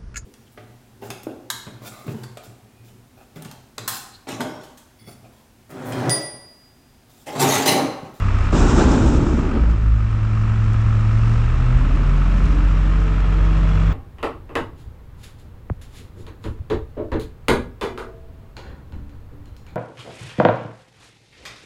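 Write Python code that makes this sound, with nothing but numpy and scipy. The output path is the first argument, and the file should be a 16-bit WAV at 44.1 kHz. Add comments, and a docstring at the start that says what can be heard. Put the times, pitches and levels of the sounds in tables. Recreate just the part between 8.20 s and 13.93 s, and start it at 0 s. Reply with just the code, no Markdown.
"""Garbage truck with a dumpster

A diesel idles with its hydraulic pump humming, then speeds up by half; both are tones tied to the crank.
A dumpster bangs and its load slides for a second (ringing steel), air puffs out (shaped noise) and the
hopper walls boom (decaying tones). A hard, steady clatter of ringing knocks runs underneath, a faint
turbo whistle climbs, panels judder, and loose rubbish crinkles and ticks (filtered clicks and noise)."""
import sys
import numpy as np
from scipy import signal
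from scipy.fft import rfft, irfft, next_fast_len
from scipy.io import wavfile
from scipy.ndimage import uniform_filter1d

SR = 44100
rng = np.random.default_rng(int(sys.argv[2]) if len(sys.argv) > 2 else 0)


def digitize_waveform(pressure):
    """Quantize a signal to 16-bit integers and store it at the path in sys.argv[1].

    Rows of a 2-D input are taken as channels; values are limited to [-1, 1].
    """
    field = np.atleast_2d(pressure).T
    bounded = np.clip(field, -1, 1)
    quanta = np.round(bounded * 32767).astype(np.int16)
    wavfile.write(sys.argv[1], SR, quanta)


N = 252693  # length in samples


def amp(db):
    """Turn decibels into a gain."""
    return 10 ** (np.asarray(db) / 20)


def seconds():
    """The time of every sample."""
    return np.arange(N) / SR


def curve(rows, axis=1):
    """One column of a table, joined by straight lines in time."""
    rows = np.asarray(rows)
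    return np.interp(seconds(), rows[:, 0], rows[:, axis])


def unit(x):
    """Scale to an rms of 1."""
    return x / np.sqrt(np.mean(x ** 2))


def colour(x, points):
    """Filter a sound to follow (Hz, dB) points; the minimum-phase response never sounds ahead of its input."""
    size = 2 * next_fast_len(len(x))
    hz, db = np.transpose(points)
    grid = np.maximum(np.arange(size // 2 + 1) * SR / size, 1)
    response_db = np.interp(np.log(grid), np.log(hz), db)
    # folding the cepstrum onto positive times makes the filter causal
    cepstrum = irfft(np.log(amp(response_db)))
    cepstrum[1:size // 2] *= 2
    cepstrum[size // 2 + 1:] = 0
    return irfft(rfft(x, size) * np.exp(rfft(cepstrum)))[:len(x)]


def split(x, hz):
    """The parts below and above a frequency."""
    filters = [signal.butter(4, hz, kind, fs=SR, output="sos") for kind in ("low", "high")]
    return [signal.sosfilt(sos, x) for sos in filters]


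def walk(rate):
    """Slow random drift with an rms of 1; a higher rate drifts faster."""
    k = int(SR / rate)
    steps = np.repeat(rng.standard_normal(N // k + 1), k)
    smooth = uniform_filter1d(uniform_filter1d(steps, k), k)
    return unit(smooth[:N])


def grains(rate, spread_db):
    """Random clicks, about rate per second, most small and a few large."""
    hits = rng.random(N) < rate / SR
    signs = rng.choice([-1, 1], N)
    sizes = amp(spread_db * np.minimum(rng.exponential(size=N), 4))
    return unit(hits * signs * sizes)


def fade(t, t60):
    """Free decay of a ring, down 60 dB after t60 seconds."""
    return np.exp(-np.log(1000) * t / t60)


def bump(x, centre, width):
    """Bell curve with a top of 1."""
    return np.exp(-((x - centre) / width) ** 2)


def swell(peak_s, rise_db_per_s, fall_db_per_s):
    """Gain that climbs to 1 and falls away, each at a steady rate in dB."""
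    t = seconds() - peak_s
    return amp(np.where(t < 0, rise_db_per_s * t, -fall_db_per_s * t))


def during(start, end, attack, release):
    """Gate that opens at start and is shut again by end."""
    t = seconds()
    return np.clip(np.minimum((t - start) / attack, (end - t) / release), 0, 1)


def add(out, s, x):
    """Mix x into out from time s."""
    i = int(s * SR)
    out[i:i + len(x)] += x[:N - i]


# Tone of card and bags. Each row: frequency in Hz, level in dB.
CRINKLE_TONE = [(1500, -31.5), (3500, 0.5), (5500, 5.5), (8000, -4.5), (9600, -8.5), (10600, -16),
                (12000, -21), (15000, -38.5)]
# The bags shift and crinkle louder. Each row: middle in seconds, half-length in seconds, rise in dB.
BAG_SHIFTS = [(3.07, 0.23, 17), (4.27, .3, 15)]
# Single ticks of rubbish. Each row: start in seconds, peak level in dB.
RUBBISH_TICKS = [(1.51, -41), (2.533, -38), (2.9854, -46), (3.0574, -45), (3.5894, -43), (3.7592, -40),
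                 (4.2544, -36), (4.802, -41), (5.4894, -42), (5.552, -40)]
CRINKLE_DB = -71  # between the shifts
CRINKLES_PER_S, CRINKLE_SPREAD_DB = 900, 3.4


def rubbish():
    """Plastic bags crinkle as a stream of tiny clicks, and card ticks as short fading bursts of noise."""
    shifting_db = sum(db * bump(seconds(), s, width) for s, width, db in BAG_SHIFTS)
    crinkle = unit(colour(grains(CRINKLES_PER_S, CRINKLE_SPREAD_DB), CRINKLE_TONE))
    out = crinkle * amp(CRINKLE_DB + shifting_db)
    t = np.arange(SR // 10) / SR
    for s, db in RUBBISH_TICKS:
        tick = colour(rng.standard_normal(len(t)) * fade(t, 0.032), CRINKLE_TONE)
        add(out, s, amp(db) * tick / np.abs(tick).max())
    return out


# The body shudders as the engine picks up. Each row: start in seconds, length in seconds, level in dB.
SHUDDER_SPELLS = [(3.61, 0.315, -30), (4.095, 0.41, -31)]
# Tone of the juddering panels. 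Each row: frequency in Hz, level in dB.
SHUDDER_TONE = [(60, -28.5), (130, -11), (195, 1.5), (280, 1.5), (360, -14.5), (650, -16.5), (1000, -33),
                (3000, -73)]
SHUDDER_ATTACK_S, SHUDDER_RELEASE_S = 0.036, .12


def shudder():
    """Loose panels judder in short, rough spells of dense clicks."""
    gain = sum(amp(db) * during(s, s + length, SHUDDER_ATTACK_S, SHUDDER_RELEASE_S)
               for s, length, db in SHUDDER_SPELLS)
    return gain * unit(colour(grains(TUMBLES_PER_S, TUMBLE_SPREAD_DB), SHUDDER_TONE))


THROTTLE_OPENS_S, THROTTLE_FULL_S = 2.8, 3.7


def throttle():
    """The throttle opens evenly: 0 at idle, 1 wide open."""
    return np.interp(seconds(), [THROTTLE_OPENS_S, THROTTLE_FULL_S], [0, 1])


IDLE_TURNS_PER_S, FULL_TURNS_PER_S = 10.8, 16.1
FLYWHEEL_LAG_S = .65  # time constant
PUMP_DRAG_TURNS_PER_S, PUMP_DRAG_S = .28, .13  # the last pump stroke holds the crank back


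def crank_speed():
    """Turns per second: the flywheel lags behind the throttle, with a brief dip as the last stroke ends."""
    step = 1 / (FLYWHEEL_LAG_S * SR)
    lagged = signal.lfilter([step], [1, step - 1], throttle())
    free = IDLE_TURNS_PER_S + (FULL_TURNS_PER_S - IDLE_TURNS_PER_S) * lagged
    last_end = PUMP_STROKES[-1][1]
    return free - PUMP_DRAG_TURNS_PER_S * bump(seconds(), last_end - PUMP_DRAG_S / 2, PUMP_DRAG_S)


TURBO_FULL_HZ, TURBO_SPEED_POWER = 3440, 2.4
TURBO_DB, TURBO_DB_PER_TURN_S = -50.5, 13  # at full speed; loss per turn a second below it
TURBO_WAVER = .006  # share of the pitch


def turbo():
    """A faint, airy whistle whose pitch and level climb with the crank speed."""
    speed = crank_speed()
    steady_hz = TURBO_FULL_HZ * (speed / FULL_TURNS_PER_S) ** TURBO_SPEED_POWER
    hz = steady_hz * (1 + TURBO_WAVER * walk(60))
    flutter = unit(1 + .9 * walk(250))
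    gain = amp(TURBO_DB - TURBO_DB_PER_TURN_S * (FULL_TURNS_PER_S - speed))
    return gain * np.sqrt(2) * flutter * np.sin(2 * np.pi * np.cumsum(hz) / SR)


# Strength of six knocks in turn. Each entry: level in dB.
KNOCK_STRENGTHS = [-4.5, -1.5, -4, -4, 0, -4]
# Rings of the engine casing. Each row: frequency in Hz, level in dB.
CASING_RINGS = [(1080, -5.5), (1285, 5), (1450, -8.5), (1800, -10), (2350, -7.5), (2698, -10)]
# Tone of the mechanical rush. Each row: frequency in Hz, level in dB.
RUSH_TONE = [(200, -26), (480, -6.5), (620, -3), (820, -4.5), (1080, 0.5), (1400, -2), (1780, -5),
             (2000, -8), (2700, -9), (3100, -14), (3700, -18), (4200, -20), (5000, -35.5), (7000, -56.5),
             (11000, -94)]
# Tone of the fine sizzle. Each row: frequency in Hz, level in dB.
SIZZLE_TONE = [(1500, -54), (3000, -22.5), (4500, -2), (5300, 2), (6300, -3), (7400, -2.5), (8500, -10),
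               (9700, -21), (10500, -20.5), (12000, -31.5), (15000, -39.5)]
KNOCKS_PER_S, KNOCK_SCATTER_DB = 48.8, .6
KNOCK_ATTACK_S, KNOCK_JITTER_S = .004, .0007
CASING_T60_S = .023
CASING_SCATTER = .02  # share by which a ring's pitch differs from hit to hit
# levels at idle, ahead of the overall engine level
KNOCK_DB, RUSH_DB, SIZZLE_DB = -40, -37, -54.5
# change at full throttle
KNOCK_THROTTLE_DB, RUSH_THROTTLE_DB, SIZZLE_THROTTLE_DB = -1.5, 2, 0.1


def clatter():
    """Each knock briefly rings the casing, most near 1.3 kHz, over a mechanical rush and a fine sizzle."""
    load = throttle()
    cycles = np.cumsum(KNOCKS_PER_S * (1 + .002 * walk(40) + .001 * walk(1))) / SR
    index = cycles.astype(int)  # which knock each sample belongs to
    count = index[-1] + 1
    late = KNOCK_JITTER_S * np.maximum(1 + rng.standard_normal(count), 0)
    age = np.maximum(cycles % 1 / KNOCKS_PER_S - late[index], 0)  # seconds since the knock
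    scatter_db = KNOCK_SCATTER_DB * rng.standard_normal(count)[index]
    strength = amp(np.take(KNOCK_STRENGTHS, index, mode="wrap") + scatter_db)
    push = strength * (1 - np.exp(-age / KNOCK_ATTACK_S))
    rings = 0
    for hz, db in CASING_RINGS:
        pitch = hz * (1 + CASING_SCATTER * rng.standard_normal(count))[index]
        rings = rings + amp(db) * np.sin(2 * np.pi * (pitch * age + rng.random(count)[index]))
    # rough contact makes the rings' strength flicker a little
    rough_rings = rings * (1 + 0.2 * walk(1500))
    knocks = unit(split(push * fade(age, CASING_T60_S) * rough_rings, 3300)[0])
    burst = unit(push * fade(age, 0.028))
    # the rush pulses lightly with the knocks
    pulsing = 1 + .12 * burst
    rush = unit(colour(pulsing * rng.standard_normal(N), RUSH_TONE))
    bursts = .4 * burst * rng.standard_normal(N)
    sizzle = unit(colour(rng.standard_normal(N) + bursts + 0.5 * grains(250, 3.6), SIZZLE_TONE))
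    return (knocks * amp(KNOCK_DB + KNOCK_THROTTLE_DB * load)
            + rush * amp(RUSH_DB + RUSH_THROTTLE_DB * load)
            + sizzle * amp(SIZZLE_DB + SIZZLE_THROTTLE_DB * load))


# Tone of the air jet. Each row: frequency in Hz, level in dB.
AIR_TONE = [(900, -12), (1800, 0), (3800, 2.5), (4600, -11), (5300, 3.5), (6200, 3), (7600, 3),
            (8300, -5.5), (9300, -17), (10500, -25.5), (12000, -31), (15000, -54)]
# Whistles from the valve. Each row: frequency in Hz, level in dB.
VALVE_WHISTLES = [(5098, -3), (5373, -15), (5599, -10), (6363, -5), (7074, 1), (7359, -13), (7612, -9),
                  (7854, -9)]
# A few puffs lose pressure until the valve shuts. Each row: time in seconds, level in dB.
AIR_PUFFS = [(.315, -43), (.395, -32), (.445, -36.5), (.497, -32.5), (.535, -36.5), (.59, -31.5),
             (.67, -39), (.72, -35), (.77, -40), (.9, -38.5), (1.0, -46), (1.21, -49.5), (1.32, -58)]
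AIR_ATTACK_S, AIR_RELEASE_S = 0.0099, 0.098


def air():
    """A puffing, fluttering jet of noise with faint whistles from the valve."""
    t = seconds()
    jet = unit(colour(rng.standard_normal(N) + .5 * grains(1000, 1.5), AIR_TONE))
    whistles = unit(sum(amp(db) * walk(35.6) * np.sin(2 * np.pi * hz * t) for hz, db in VALVE_WHISTLES))
    flow = amp(curve(AIR_PUFFS) + .8 * walk(60))
    hiss = jet + amp(-14) * whistles
    return hiss * flow * during(AIR_PUFFS[0][0], AIR_PUFFS[-1][0], AIR_ATTACK_S, AIR_RELEASE_S)


# Ringing of the hopper walls.
# Each row: start in seconds, frequency in Hz, level in dB, time to fade by 60 dB in seconds.
WALL_BOOMS = [(0.32, 40, -6.5, 1.3), (0.61, 57.5, -6, 0.61), (0.83, 55.5, -6, 0.82),
              (1.372, 55.84, -5, 1.5), (1.335, 226, -4, 0.19), (1.41, 219.4, -22, .7),
              (1.39, 165.3, -22, 1.6), (1.64, 55.6, -6, 0.79), (3.54, 52, -3, 0.2), (4.217, 59, -9.5, 0.94)]


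def hopper():
    """The big walls swell into a ring, mostly deep, after a jolt; each ring is a fading sine."""
    t, out = np.arange(SR) / SR, np.zeros(N)
    for s, hz, db, t60 in WALL_BOOMS:
        build = 1 - np.exp(-t / 0.032)
        add(out, s, amp(db) * np.sin(2 * np.pi * hz * t) * fade(t, t60) * build)
    return out


# Tone of the sheet-metal wash. Each row: frequency in Hz, level in dB.
STEEL_TONE = [(41, -16.5), (70, 8), (87, -4), (113, 3.5), (180, 0), (245, 1.5), (425, -10), (490, -12.5),
              (536, -16.5), (689, -19), (1360, -23.5), (2160, -36.5), (2400, -35), (2770, -38), (5000, -43),
              (6500, -70.5), (11000, -120)]
# Clear rings of the dumpster panels.
# Each row: frequency in Hz, level in dB, time to fade by 60 dB in seconds.
PANEL_RINGS = [(76.9, 13.5, 0.87), (128, 2, 0.15), (164, 4.5, 0.19), (238, -11.5, 0.09), (250, 1, 0.5),
               (277, -8, 0.22), (363, -11, 0.71), (407.5, -3, 0.37), (567.4, 1, 0.57), (736, -4, 0.34),
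               (770, -31, 0.78)]
PANEL_SCATTER = .02  # share by which a ring's pitch differs from hit to hit


def steel(t60, panel_db):
    """One blow on the dumpster: a dense wash of sheet-metal modes and a few clear panel rings."""
    t = np.arange(SR) / SR
    wash = unit(colour(rng.standard_normal(SR) * fade(t, t60), STEEL_TONE))
    rings = 0
    for hz, db, ring_t60 in PANEL_RINGS:
        sign = rng.choice([-1, 1])
        pitch = hz * rng.normal(1, PANEL_SCATTER)
        rings = rings + amp(db) * sign * np.sin(2 * np.pi * pitch * t) * fade(t, ring_t60)
    return wash + amp(panel_db) * unit(rings)


TUMBLES_PER_S, TUMBLE_SPREAD_DB = 700, 1.6


def tumble(count):
    """Small pieces rain on several parts of the dumpster, each with its own ring."""
    parts = 0
    for _ in range(count):
        hits = grains(TUMBLES_PER_S, TUMBLE_SPREAD_DB)
        parts = parts + signal.fftconvolve(hits, steel(0.06, -17))[:N]
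    return parts


# Blows on the dumpster.
# Each row: start in seconds, peak level in dB, lift of the part above 520 Hz in dB.
DUMPSTER_BLOWS = [(0.325, -12, 1), (0.342, -14.5, -1), (0.395, -13, 0), (.583, -9, 6), (.607, -9.5, 14),
                  (.665, -13.5, 11), (0.711, -10.5, 8), (0.741, -9, 7.5), (0.81, -9, -4), (.934, -16, -6),
                  (0.976, -11, -13), (1.06, -13, -13.5), (1.136, -11.5, -11), (1.175, -16.5, -8),
                  (1.337, -13.5, 3), (1.358, -10, -2.5), (1.435, -21, 3)]
# The slide's thud, rattle and scrape, in that order.
# Each row: level at the peak in dB, rise in dB per second, fall in dB per second.
SLIDE_LAYERS = [(-15.5, 5, 13), (-24.5, 13, 14), (-26.5, 3.5, 25.5)]
# Borders between thud, rattle and scrape. Each entry: frequency in Hz.
SLIDE_BORDERS = (390, 713)
# the load slides ever harder up to a peak, then thins out and comes to rest
SLIDE_PEAK_S, SLIDE_END_S, SLIDE_RELEASE_S = 0.64, 1.794, 0.49


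def dumpster():
    """Hard blows stand out of a dense tumble; the higher the sound of the slide, the sooner it dies."""
    thud, rest = split(tumble(count=8), SLIDE_BORDERS[0])
    rattle, scrape = split(rest, SLIDE_BORDERS[1])
    out = np.zeros(N)
    for part, (db, rise, fall) in zip((thud, rattle, scrape), SLIDE_LAYERS):
        out += unit(part) * amp(db) * swell(SLIDE_PEAK_S, rise, fall)
    # the first blow sets the load moving
    out *= during(DUMPSTER_BLOWS[0][0], SLIDE_END_S, 0.0059, SLIDE_RELEASE_S)
    for s, db, bright_db in DUMPSTER_BLOWS:
        low, high = split(steel(0.21, -6.5), 520)
        blow = low + amp(bright_db) * high
        add(out, s, amp(db) * blow / np.abs(blow).max())
    return out


# Body resonances that lift a tone as it sweeps through.
# Each row: frequency in Hz, width in Hz, lift in dB.
BODY_RESONANCES = [(71, 1.4, 7), (97.5, 1.7, 8), (177.2, 6.2, 8), (211.2, 8, 4), (266, 8.5, 3.5),
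                   (300, 3.2, 8.5), (402, 20, 3), (443, 7, 6)]


def body_db(hz):
    """How much the body's resonances lift a tone of this pitch."""
    return sum(db * bump(hz, centre, width) for centre, width, db in BODY_RESONANCES)


def crank_tone(turn, order):
    """A sine at one multiple of the crank rotation; uneven firings smear the upper ones most."""
    uneven_turn = turn + 0.011 * walk(30)
    # the order squared puts the tones out of step with each other
    return np.sqrt(2) * np.sin(order * uneven_turn + order ** 2)


# Hydraulic hum under load. Each row: start in seconds, end in seconds, multiple of the crank speed,
# level at full pressure in dB, time constant of the build-up in seconds, release in seconds.
PUMP_STROKES = [(0, 0.37, 9, -20.5, 0.007, 0.42), (1.33, 3.44, 10, -14.5, 0.72, 0.36),
                (3.37, 3.65, 10, -16.5, 0.077, 0.13)]
# Overtones of the hum. 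Each row: harmonic number, level in dB ahead of the body's lift.
HUM_OVERTONES = [(2, -35.5), (3, -44.5)]


def pump(turn):
    """The crank drives the pump; its hum grows with pressure in a stroke, its overtones saturate early."""
    out, speed = 0, crank_speed()
    for start, end, order, db, build, release in PUMP_STROKES:
        pressure = 1 - np.exp(-np.maximum(seconds() - start, 0) / build)
        hum = pressure * amp(db + .5 * walk(15)) * crank_tone(turn, order)
        for k, overtone_db in HUM_OVERTONES:
            level = amp(overtone_db + body_db(k * order * speed))
            hum += np.tanh(1.54 * pressure) * level * crank_tone(turn, k * order)
        out = out + hum * during(start, end, 0.012, release)
    return out


# Engine tones, a multiple near 3 being the firing rate.
# Each row: multiple of the crank speed, level in dB at idle, level in dB at full throttle,
# both ahead of the body's lift and the overall engine level.
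ENGINE_TONES = [(2.04, -45, -42), (3.017, -23, -14), (4.5, -35.5, -44.5), (6.01, -25.5, -27),
                (7.11, -46, -37), (9, -39.5, -44.5), (10, -44.5, -26.5), (12.01, -54, -39.5),
                (14.08, -43.5, -43.5), (14.97, -45, -48.5), (15.97, -46.5, -44), (17.8, -53, -48.5),
                (19.87, -52, -40), (25.94, -62.5, -55.5), (28.05, -66.5, -48.5), (34.44, -63.5, -52),
                (40, -60.5, -51)]
# Tone of the body's rumble. Each row: frequency in Hz, level in dB.
RUMBLE_TONE = [(18, -22), (32, -4.5), (48, 0.5), (55, 9.5), (62, -4), (80, 1), (130, -7), (190, -9),
               (270, -12), (380, -18.5), (600, -25.5), (1200, -57.5), (5000, -91.5)]
RUMBLE_IDLE_DB, RUMBLE_FULL_DB = -28, -26.5  # ahead of the overall engine level
RUMBLE_STRAIN_DB = 2  # rise per unit of strain


def engine(turn):
    """Six cylinders fire three times a turn; throttle balances the tones, and gathering speed adds rumble."""
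    load, speed, tones = throttle(), crank_speed(), 0
    for order, idle_db, full_db in ENGINE_TONES:
        waver_db = min(0.14 * order, 2.2) * walk(8)
        throttle_db = idle_db + (full_db - idle_db) * load
        level = amp(throttle_db + body_db(order * speed) + waver_db)
        tones = tones + level * crank_tone(turn, order)
    # strain is how far the crank speed is behind the throttle
    strain = load - (speed - IDLE_TURNS_PER_S) / (FULL_TURNS_PER_S - IDLE_TURNS_PER_S)
    rumble = unit(colour(rng.standard_normal(N), RUMBLE_TONE))
    rumble_db = RUMBLE_IDLE_DB + (RUMBLE_FULL_DB - RUMBLE_IDLE_DB) * load + RUMBLE_STRAIN_DB * strain
    return tones + rumble * amp(rumble_db)


# Overall level of engine, turbo and clatter, which dips after the dumping.
# Each row: time in seconds, level in dB.
OVERALL_ENGINE_LEVEL = [(0, 2.5), (.25, 4), (.6, -1), (1.3, 0.5), (1.65, -4), (2.3, -0.5), (3.1, .5),
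                        (4.3, -0.03), (4.9, -0.5), (5.73, 0.7)]


def scene():
    """Mix all the layers; one slightly uneven crank rotation drives both engine and pump."""
    turn = 2 * np.pi * np.cumsum(crank_speed() * (1 + 0.0031 * walk(14))) / SR
    background = rubbish() + shudder() + air() + hopper() + dumpster()
    motor = (turbo() + clatter() + engine(turn)) * amp(curve(OVERALL_ENGINE_LEVEL))
    return (background + motor + pump(turn))[None]


TOP_HZ = 15200


def record(dry):
    """Drop the deepest rumble, round the peaks and cut the top."""
    x = signal.sosfilt(signal.butter(2, 18, "high", fs=SR, output="sos"), dry)
    rounded = np.tanh(0.68 * x) / 0.71
    return signal.sosfilt(signal.ellip(8, .2, 70, TOP_HZ, fs=SR, output="sos"), rounded)


dry = scene()
out = record(dry)
digitize_waveform(out)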